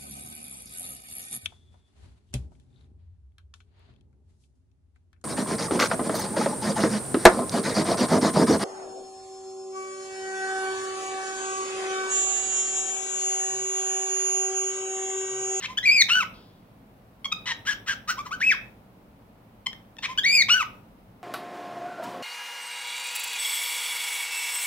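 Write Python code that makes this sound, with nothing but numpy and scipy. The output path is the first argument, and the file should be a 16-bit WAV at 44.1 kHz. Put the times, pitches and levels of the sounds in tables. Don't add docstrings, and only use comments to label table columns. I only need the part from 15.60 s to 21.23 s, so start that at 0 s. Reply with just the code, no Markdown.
import sys
import numpy as np
from scipy import signal
from scipy.fft import rfft, irfft, next_fast_len
from scipy.io import wavfile
from scipy.ndimage import uniform_filter1d

SR = 44100
rng = np.random.default_rng(int(sys.argv[2]) if len(sys.argv) > 2 else 0)


def invert_db(level):
    return 10 ** (np.asarray(level, dtype=float) / 20)


def bounce(signal):
    frames = np.transpose(np.atleast_2d(signal))
    limited = np.clip(frames, -1, 1)
    pcm = np.round(limited * 32767).astype(np.int16)
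    wavfile.write(sys.argv[1], SR, pcm)


N = 248283


def at_hz(points, hz):
    known_hz, values = np.array(points).T[:2]
    return np.interp(np.log(np.maximum(hz, 1)), np.log(known_hz), values)


def coloured(points, size):
    hz = np.arange(N // 2 + 1) * SR / N
    white = rng.standard_normal((size, N))
    noise = irfft(rfft(white) * invert_db(at_hz(points, hz)), N)
    return noise / noise.std()


def wobble(hz):
    smooth = signal.butter(2, hz, fs=SR, output="sos")
    slow = signal.sosfilt(smooth, rng.standard_normal(N))
    return slow / slow.std()


def resonate(x, modes):
    out = 0
    for k, (hz, width_hz, level_db) in enumerate(modes):
        r = np.exp(-np.pi * width_hz / SR)
        b = [(1 - r * r) / 2, 0, (r * r - 1) / 2]
        a = [1, -2 * r * np.cos(2 * np.pi * hz / SR), r * r]
        ringing = signal.lfilter(b, a, signal.lfilter(b, a, x))
        out = out + (-1) ** k * invert_db(level_db) * ringing
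    return out / out.std()


def played(rows, shape):
    notes = []
    for start_s, length_s, start_hz, end_hz, level_db in rows:
        notes.append([(start_s + part * length_s, start_hz + glide * (end_hz - start_hz),
                       level_db + change_db, *colour)
                      for part, glide, change_db, *colour in shape])
    return notes


def voiced(notes, *voice):
    return [[(*row, *voice) for row in note] for note in notes]


def gestures(notes, edge_s, glide_s):
    t = np.arange(N) / SR
    held, is_open = [], np.zeros(N, bool)
    for note in sorted(notes):
        first, last = note[0], note[-1]
        held += [(first[0] - .004, *first[1:]), *note, (last[0] + .004, *last[1:])]
        is_open |= (t >= first[0] - .003) & (t < last[0] + .003)
    rows = np.array(held)
    valve = 1. * is_open
    closing = np.roll(uniform_filter1d(valve, int(.006 * SR)), -int(.003 * SR))
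    valve = closing * uniform_filter1d(valve, max(int(edge_s * SR), 1))
    times = np.maximum.accumulate(rows[:, 0])
    pitch, *levels = [np.interp(t, times, column) for column in rows.T[1:]]
    levels = uniform_filter1d(levels, int(.004 * SR))
    pitch = uniform_filter1d(pitch, max(int(glide_s * SR), 1))
    return valve, pitch, levels


# (frequency [Hz], level [dB per Hz])
HUM = [(12, -55.5), (20, -19.5), (48, -4.5), (86, -11), (110, 0), (134, -8.5), (187, -2.5), (301, -9),
       (337, -15), (434, -13), (849, -15), (1760, -27), (2320, -28), (7110, -43.5), (16000, -36.5)]
# (frequency [Hz], likeness [-1 to 1])
HUM_LIKENESS = [(60, 0.87), (180, 0.99), (550, 0.68), (1650, -0.94), (4970, -0.09), (15000, -0.51)]


def house_hum(bird):
    hum_db, swell_db, swell_hz, swell_from_db = -57 + 4.0, 5.0, 2.1, -50
    hz = np.arange(N // 2 + 1) * SR / N
    mid, side = rfft(coloured(HUM, size=2))
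    alike = np.clip(at_hz(HUM_LIKENESS, hz), 0, 1)
    both = np.sqrt(1 + alike) * mid + np.sqrt(1 - alike) * side * [[1], [-1]]
    both = irfft(both, N) / np.sqrt(2)
    calling = uniform_filter1d(bird[0] ** 2, SR // 50) > invert_db(2 * swell_from_db)
    opened = signal.sosfilt(signal.butter(1, swell_hz, fs=SR, output="sos"), 1. * calling)
    return invert_db(hum_db + swell_db * opened) * both


# (frequency [Hz], time [s])
ROOM_T60 = [(500, 0.53), (1500, 0.31), (3000, 0.31), (6000, 0.16), (12000, 0.038)]
# (frequency [Hz], level [dB])
ROOM_DB = [(700, -1), (1500, -1), (2500, 0), (4000, 0), (6000, -1), (14000, 0)]
# (frequency [Hz], level [dB])
SHADOW = [(1000, 1), (2500, 3), (5000, 2), (9000, -3), (14000, -1)]
# (frequency [Hz], phase [radians])
PORT_LEAD = [(300, 0), (1400, 1.2), (2900, .8), (4300, 1.9), (4900, 1.9), (6300, 2.3), (6900, 4.2),
             (7600, 4.4), (9600, 6.2), (13000, 9), (16600, 13)]


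def room(bird):
    hall_db, hall_t60_s = -14.5, 0.34
    near_db, near_t60_s = -15.5, 0.022
    t = np.arange(SR * 2 // 3) / SR
    edges = 500 * 2 ** np.arange(0, 5.1, .5)
    white, echoes = rng.standard_normal((3, len(t))), 0
    onset = np.clip((t - .002) / .004, 0, 1)
    for low, high in zip(edges, edges[1:]):
        hz = np.sqrt(low * high)
        band = signal.butter(2, [low, high], "band", fs=SR, output="sos")
        shared, left, right = signal.sosfilt(band, white)
        alike = np.clip(400 / hz, 0, 1) ** 2
        walls = invert_db(-60 * t / at_hz(ROOM_T60, hz))
        hall = invert_db(hall_db - 60 * t / hall_t60_s)
        near = invert_db(near_db - 60 * t / near_t60_s)
        decay = onset * (walls + hall + near)
        decay *= invert_db(at_hz(ROOM_DB, hz)) / np.sqrt(np.sum(decay ** 2))
        own = np.array([left, right])
        echoes = echoes + decay * (np.sqrt(alike) * shared + np.sqrt(1 - alike) * own)
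    size = next_fast_len(N + len(t))
    hz = np.arange(size // 2 + 1) * SR / size
    half = invert_db(at_hz(SHADOW, hz) / 2)
    direct = np.array([half, np.exp(-1j * at_hz(PORT_LEAD, hz)) / half])
    return irfft(rfft(bird, size) * (direct + rfft(echoes, size)), size)[:, :N]


# (frequency [Hz], width [Hz], level [dB])
RUSTLE_MODES = [(3340, 1050, 2), (4840, 1430, -4)]


def feathers():
    start_s, level_db, fade_db_per_s = 0.74, -56.5, 73
    since = np.arange(N) / SR - start_s
    level = (since > 0) * invert_db(level_db - fade_db_per_s * np.abs(since))
    return level * resonate(rng.standard_normal(N), RUSTLE_MODES)


# (time [s], peak level [dB])
BEAK_CLICKS = [
    (4.131, -32.5),
    (4.368, -41),
]
# (frequency [Hz], level [dB], time to fall 60 dB [s])
BEAK_MODES = [(1850, 8.5, 0.026), (3380, 17, 0.0045), (5470, 8, 0.0072), (6980, -30, 0.002)]


def beak():
    clicks, out = np.zeros(N), np.zeros(N)
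    for time_s, peak_db in BEAK_CLICKS:
        clicks[round(time_s * SR)] = invert_db(peak_db - 13.5)
    for hz, level_db, t60_s in BEAK_MODES:
        r, w = invert_db(-60 / (t60_s * SR)), 2 * np.pi * hz / SR
        b, a = [0, invert_db(level_db) * np.sin(w)], [1, -2 * r * np.cos(w), r * r]
        out += signal.lfilter(b, a, clicks + 1e-18)
    return out


# (time [s], length [s], start pitch [Hz], end pitch [Hz], level [dB])
CROAKS = [
    (0.0, .016, 1342, 1394, -39.5),
    (.024, .042, 1000, 1333, -29.5),
    (.49, .012, 1300, 1600, -23),
    (1.86, .07, 1032, 905.4, -26.5),
    (2.802, .016, 1300, 1579, -37.5),
    (4.427, 0.038, 993.4, 1313, -26),
    (4.887, .012, 1300, 1668, -27.5),
]
SQUAWKS = [
    (2.055, .082, 1256, 1688, -25.5),
    (2.265, .075, 1238, 1633, -26),
]
GRATES = [
    (2.479, 0.053, 1138, 1566, -29),
    (2.652, 0.035, 1454, 958, -43),
]
# (share of length, share of glide done, rasp change [dB],
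# then against the rasp: tone [dB], second overtone [dB], spray [dB])
CROAK_SHAPE = [(0, 0.083, -9, -30, -16, -40), (.2, 0.065, -1.5, -29.5, -11.5, -39),
               (.6, .2, -2, -31, -8.5, -40.5), (.85, .95, 0.5, -12, -3, -41.5),
               (1, 0.95, -9.5, -16.5, -0.5, -38)]
SQUAWK_SHAPE = [(0, 0, -19, -3, -29, -24.5), (.22, 0.76, -1, -10, -35, -28.5), (0.451, 1, -2, 7, -24, -29),
                (0.649, .85, -1.5, -3, -40.5, -35), (1.001, .3, -10, -3.5, -25, -26.5)]
GRATE_SHAPE = [(0, 0.14, -10, 1, -22.5, -18), (.25, 0.3, 0, 5, -25.5, -25), (0.502, 1, 2, 3, -19.5, -17.5),
               (1.001, 0.76, -11.5, 0.5, -21.5, -27.5)]
# (frequency [Hz], width [Hz], level [dB])
RASP_MODES = [(1070, 450, -6.5), (1860, 530, 2), (3070, 1000, -0.5), (4070, 840, -3.5), (5593, 1100, -8.5),
              (6970, 1700, -20.5), (8150, 2900, -26.5)]
# (frequency [Hz], width [Hz], level [dB])
SPRAY_MODES = [(12200, 610, -11.5), (14740, 1700, 0.5)]


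def squawks():
    notes = voiced(played(CROAKS, CROAK_SHAPE), -13)
    notes += voiced(played(SQUAWKS, SQUAWK_SHAPE), -3)
    notes += voiced(played(GRATES, GRATE_SHAPE), 5)
    valve, pitch, levels = gestures(notes, edge_s=0.0013, glide_s=0.011)
    rasp_db, first_db, second_db, spray_db, edge_db = levels
    shake = wobble(hz=250)
    phase = 2 * np.pi * np.cumsum(pitch * (1 + .022 * shake)) / SR
    tone = invert_db(first_db) * np.sin(phase) + invert_db(second_db) * np.sin(2 * phase + 1)
    cycles = np.cumsum(pitch * (1 + .07 * shake)) / SR
    snaps = np.diff(np.floor(cycles), prepend=0)
    snaps *= invert_db(5.0 * np.clip(rng.standard_normal(N), -3, 1.2))
    air = 0.81 * invert_db(2.0 * wobble(hz=250.2)) * rng.standard_normal(N)
    source = snaps / snaps.std() + air
    throat = resonate(source, RASP_MODES)
    edge = signal.sosfilt(signal.butter(4, 3600, "high", fs=SR, output="sos"), throat)
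    spray = resonate(source, SPRAY_MODES)
    rasp = invert_db(-0.5) * throat + invert_db(edge_db) * edge + invert_db(spray_db) * spray
    flutter = invert_db(2.5 * wobble(hz=120))
    return valve * invert_db(rasp_db) * (np.sqrt(2) * flutter * tone + rasp)


# (time [s], pitch [Hz], level [dB], overtone slope as the beak opens [dB per octave])
HIGH_ARCHES = [
    [(.232, 1941, -33.5, -11.5), (.25, 2017, -20.5, -22), (.259, 2461, -20.5, -7.5), (.289, 2267, -17, -4),
     (.343, 2534, -21.5, 4), (.39, 2260, -19, 1.5), (.41, 2167, -15.5, 6), (.424, 1841, -10.5, 7),
     (.428, 1676, -57, 12.5)],
    [(4.638, 1790, -26.5, 2), (4.652, 1973, -19, -20), (4.664, 2240, -19, -5.5), (4.69, 2269, -22, 4.5),
     (4.752, 2488, -17, 10), (4.79, 2273, -18, 4), (4.814, 2165, -16.5, 0), (4.827, 1833, -19, 3.5)],
]
LOW_ARCHES = [
    [(.488, 935.3, -37, -9), (.506, 1347, -20, -9.5), (.53, 1442, -21, 3.5), (.554, 1486, -19.5, -16),
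     (.588, 1514, -22.5, -28), (.612, 1291, -25.5, -16), (.637, 945, -31, -18)],
    [(4.889, 1062, -25.5, -13), (4.905, 1410, -19.5, -7.5), (4.93, 1456, -16, 4.5),
     (4.968, 1528, -22, -42.5), (4.99, 1425, -25.5, -9), (5.014, 1244, -25.5, -23.5),
     (5.032, 950, -29, -17.5)],
]
STEEP_ARCH = [(2.808, 1459, -34.5, -20), (2.818, 1780, -19.5, -22.5), (2.839, 2486, -24, -10),
              (2.86, 2580, -24, -16.5), (2.895, 2582, -17.5, -15), (2.906, 2249, -20, -25.5),
              (2.925, 1602, -21, -13.5), (2.94, 1198, -40.5, -14), (2.95, 1009, -34, -15)]
# (time [s], length [s], start pitch [Hz], end pitch [Hz], level [dB])
PIPS = [
    (1.648, .013, 1085, 1114, -27),
    (1.72, .011, 1242, 1277, -26),
    (4.064, .008, 1043, 1028, -23.5),
    (4.388, .005, 890.6, 885, -36),
]
FLICKS = [
    (.175, 0.014, 1500, 1703, -18.5),
    (4.579, .017, 1463, 1670, -14.5),
]
MURMURS = [
    (.085, .052, 974, 1036, -37.5),
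    (2.575, .04, 933.7, 1190, -30.5),
    (2.712, .043, 973, 1543, -27),
    (4.485, .05, 982, 1050, -33.5),
]
# (share of length, share of glide done, level change [dB],
# overtone slope [dB per octave])
PIP_SHAPE = [(0, 0, -7, -2), (.6, 0.045, 3.5, 3), (1, 1, 3, -12.5)]
FLICK_SHAPE = [(0, 0.06, -11, -2), (0.352, 0.38, -3, -1.5), (.7, 1, -3, -12), (1, 1, -2, -6)]
MURMUR_SHAPE = [(0, 0.16, -13, -19.5), (0.298, .6, -1, -23.5), (.55, 0.96, -3, -28),
                (1.001, 0.93, -5.5, -18.5)]
# (frequency [Hz], level [dB])
THROAT = [(1000, -15), (1500, -5.5), (2400, -3), (3300, 6), (4800, -15), (6500, -21.5), (10000, -49),
          (16000, -57.5)]
# (frequency [Hz], level [dB])
HAZE = [(1000, -23), (2500, -15.5), (4000, -23.5), (6000, -19), (8000, -33), (10000, -43), (13000, -34.5),
        (15500, -42.5)]
# (frequency [Hz], level [dB per Hz])
BREATH = [(900, -20), (1500, -29.5), (2500, 12), (4000, -6), (6000, 5), (8000, -14), (12000, -17),
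          (15500, -17)]


def whistles():
    notes = voiced(HIGH_ARCHES, 1.4, -1.2)
    notes += voiced(LOW_ARCHES, 7.1, 4)
    notes += voiced([STEEP_ARCH], -6.5, 8.8)
    notes += voiced(played(PIPS, PIP_SHAPE), -1.5, -2.3)
    notes += voiced(played(FLICKS, FLICK_SHAPE), 7.2, -1.5)
    notes += voiced(played(MURMURS, MURMUR_SHAPE), -1.5, 3)
    valve, pitch, levels = gestures(notes, edge_s=0.001, glide_s=0.0048)
    loudest_db, slope_db, even_db, husky_db = levels
    phase = 2 * np.pi * np.cumsum(pitch * (1 + .004 * wobble(hz=120))) / SR
    flutter = invert_db(2.0 * wobble(hz=90))
    air, gust = wobble(hz=200), wobble(hz=700)
    clean = []
    for k in range(1, 13):
        overtone_db = at_hz(THROAT, k * pitch) + slope_db * np.log2(k) + even_db * (k % 2 == 0)
        clean.append(invert_db(overtone_db))
    total, tone = np.sqrt(np.sum(np.square(clean), axis=0)), 0
    for k in range(1, 13):
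        haze_db = at_hz(HAZE, k * pitch) + np.minimum(even_db, 0) * (k % 2 == 0)
        shaking = np.roll(air if k < 5 else gust, 999 * k) + .5
        strength = clean[k - 1] / total + invert_db(haze_db) * shaking
        tone += strength * (k * pitch < .4 * SR) * np.sin(k * phase + k * k)
    leak_db = -29 + husky_db - 8 * np.log2(pitch / 2000)
    breath = invert_db(leak_db) * coloured(BREATH, size=1)[0]
    return valve * invert_db(loudest_db) * (np.sqrt(2) * flutter * tone + breath)


def scene():
    bird = room(whistles() + squawks() + beak() + feathers())
    return bird + house_hum(bird)


def band_limit(x):
    return signal.sosfilt(signal.butter(12, 17020, fs=SR, output="sos"), x)


def record(dry):
    top_cut = signal.ellip(12, .3, 70, 15850, fs=SR, output="sos")
    mix = signal.sosfilt(top_cut, dry)
    return band_limit(mix)


dry = scene()
out = record(dry)
bounce(out)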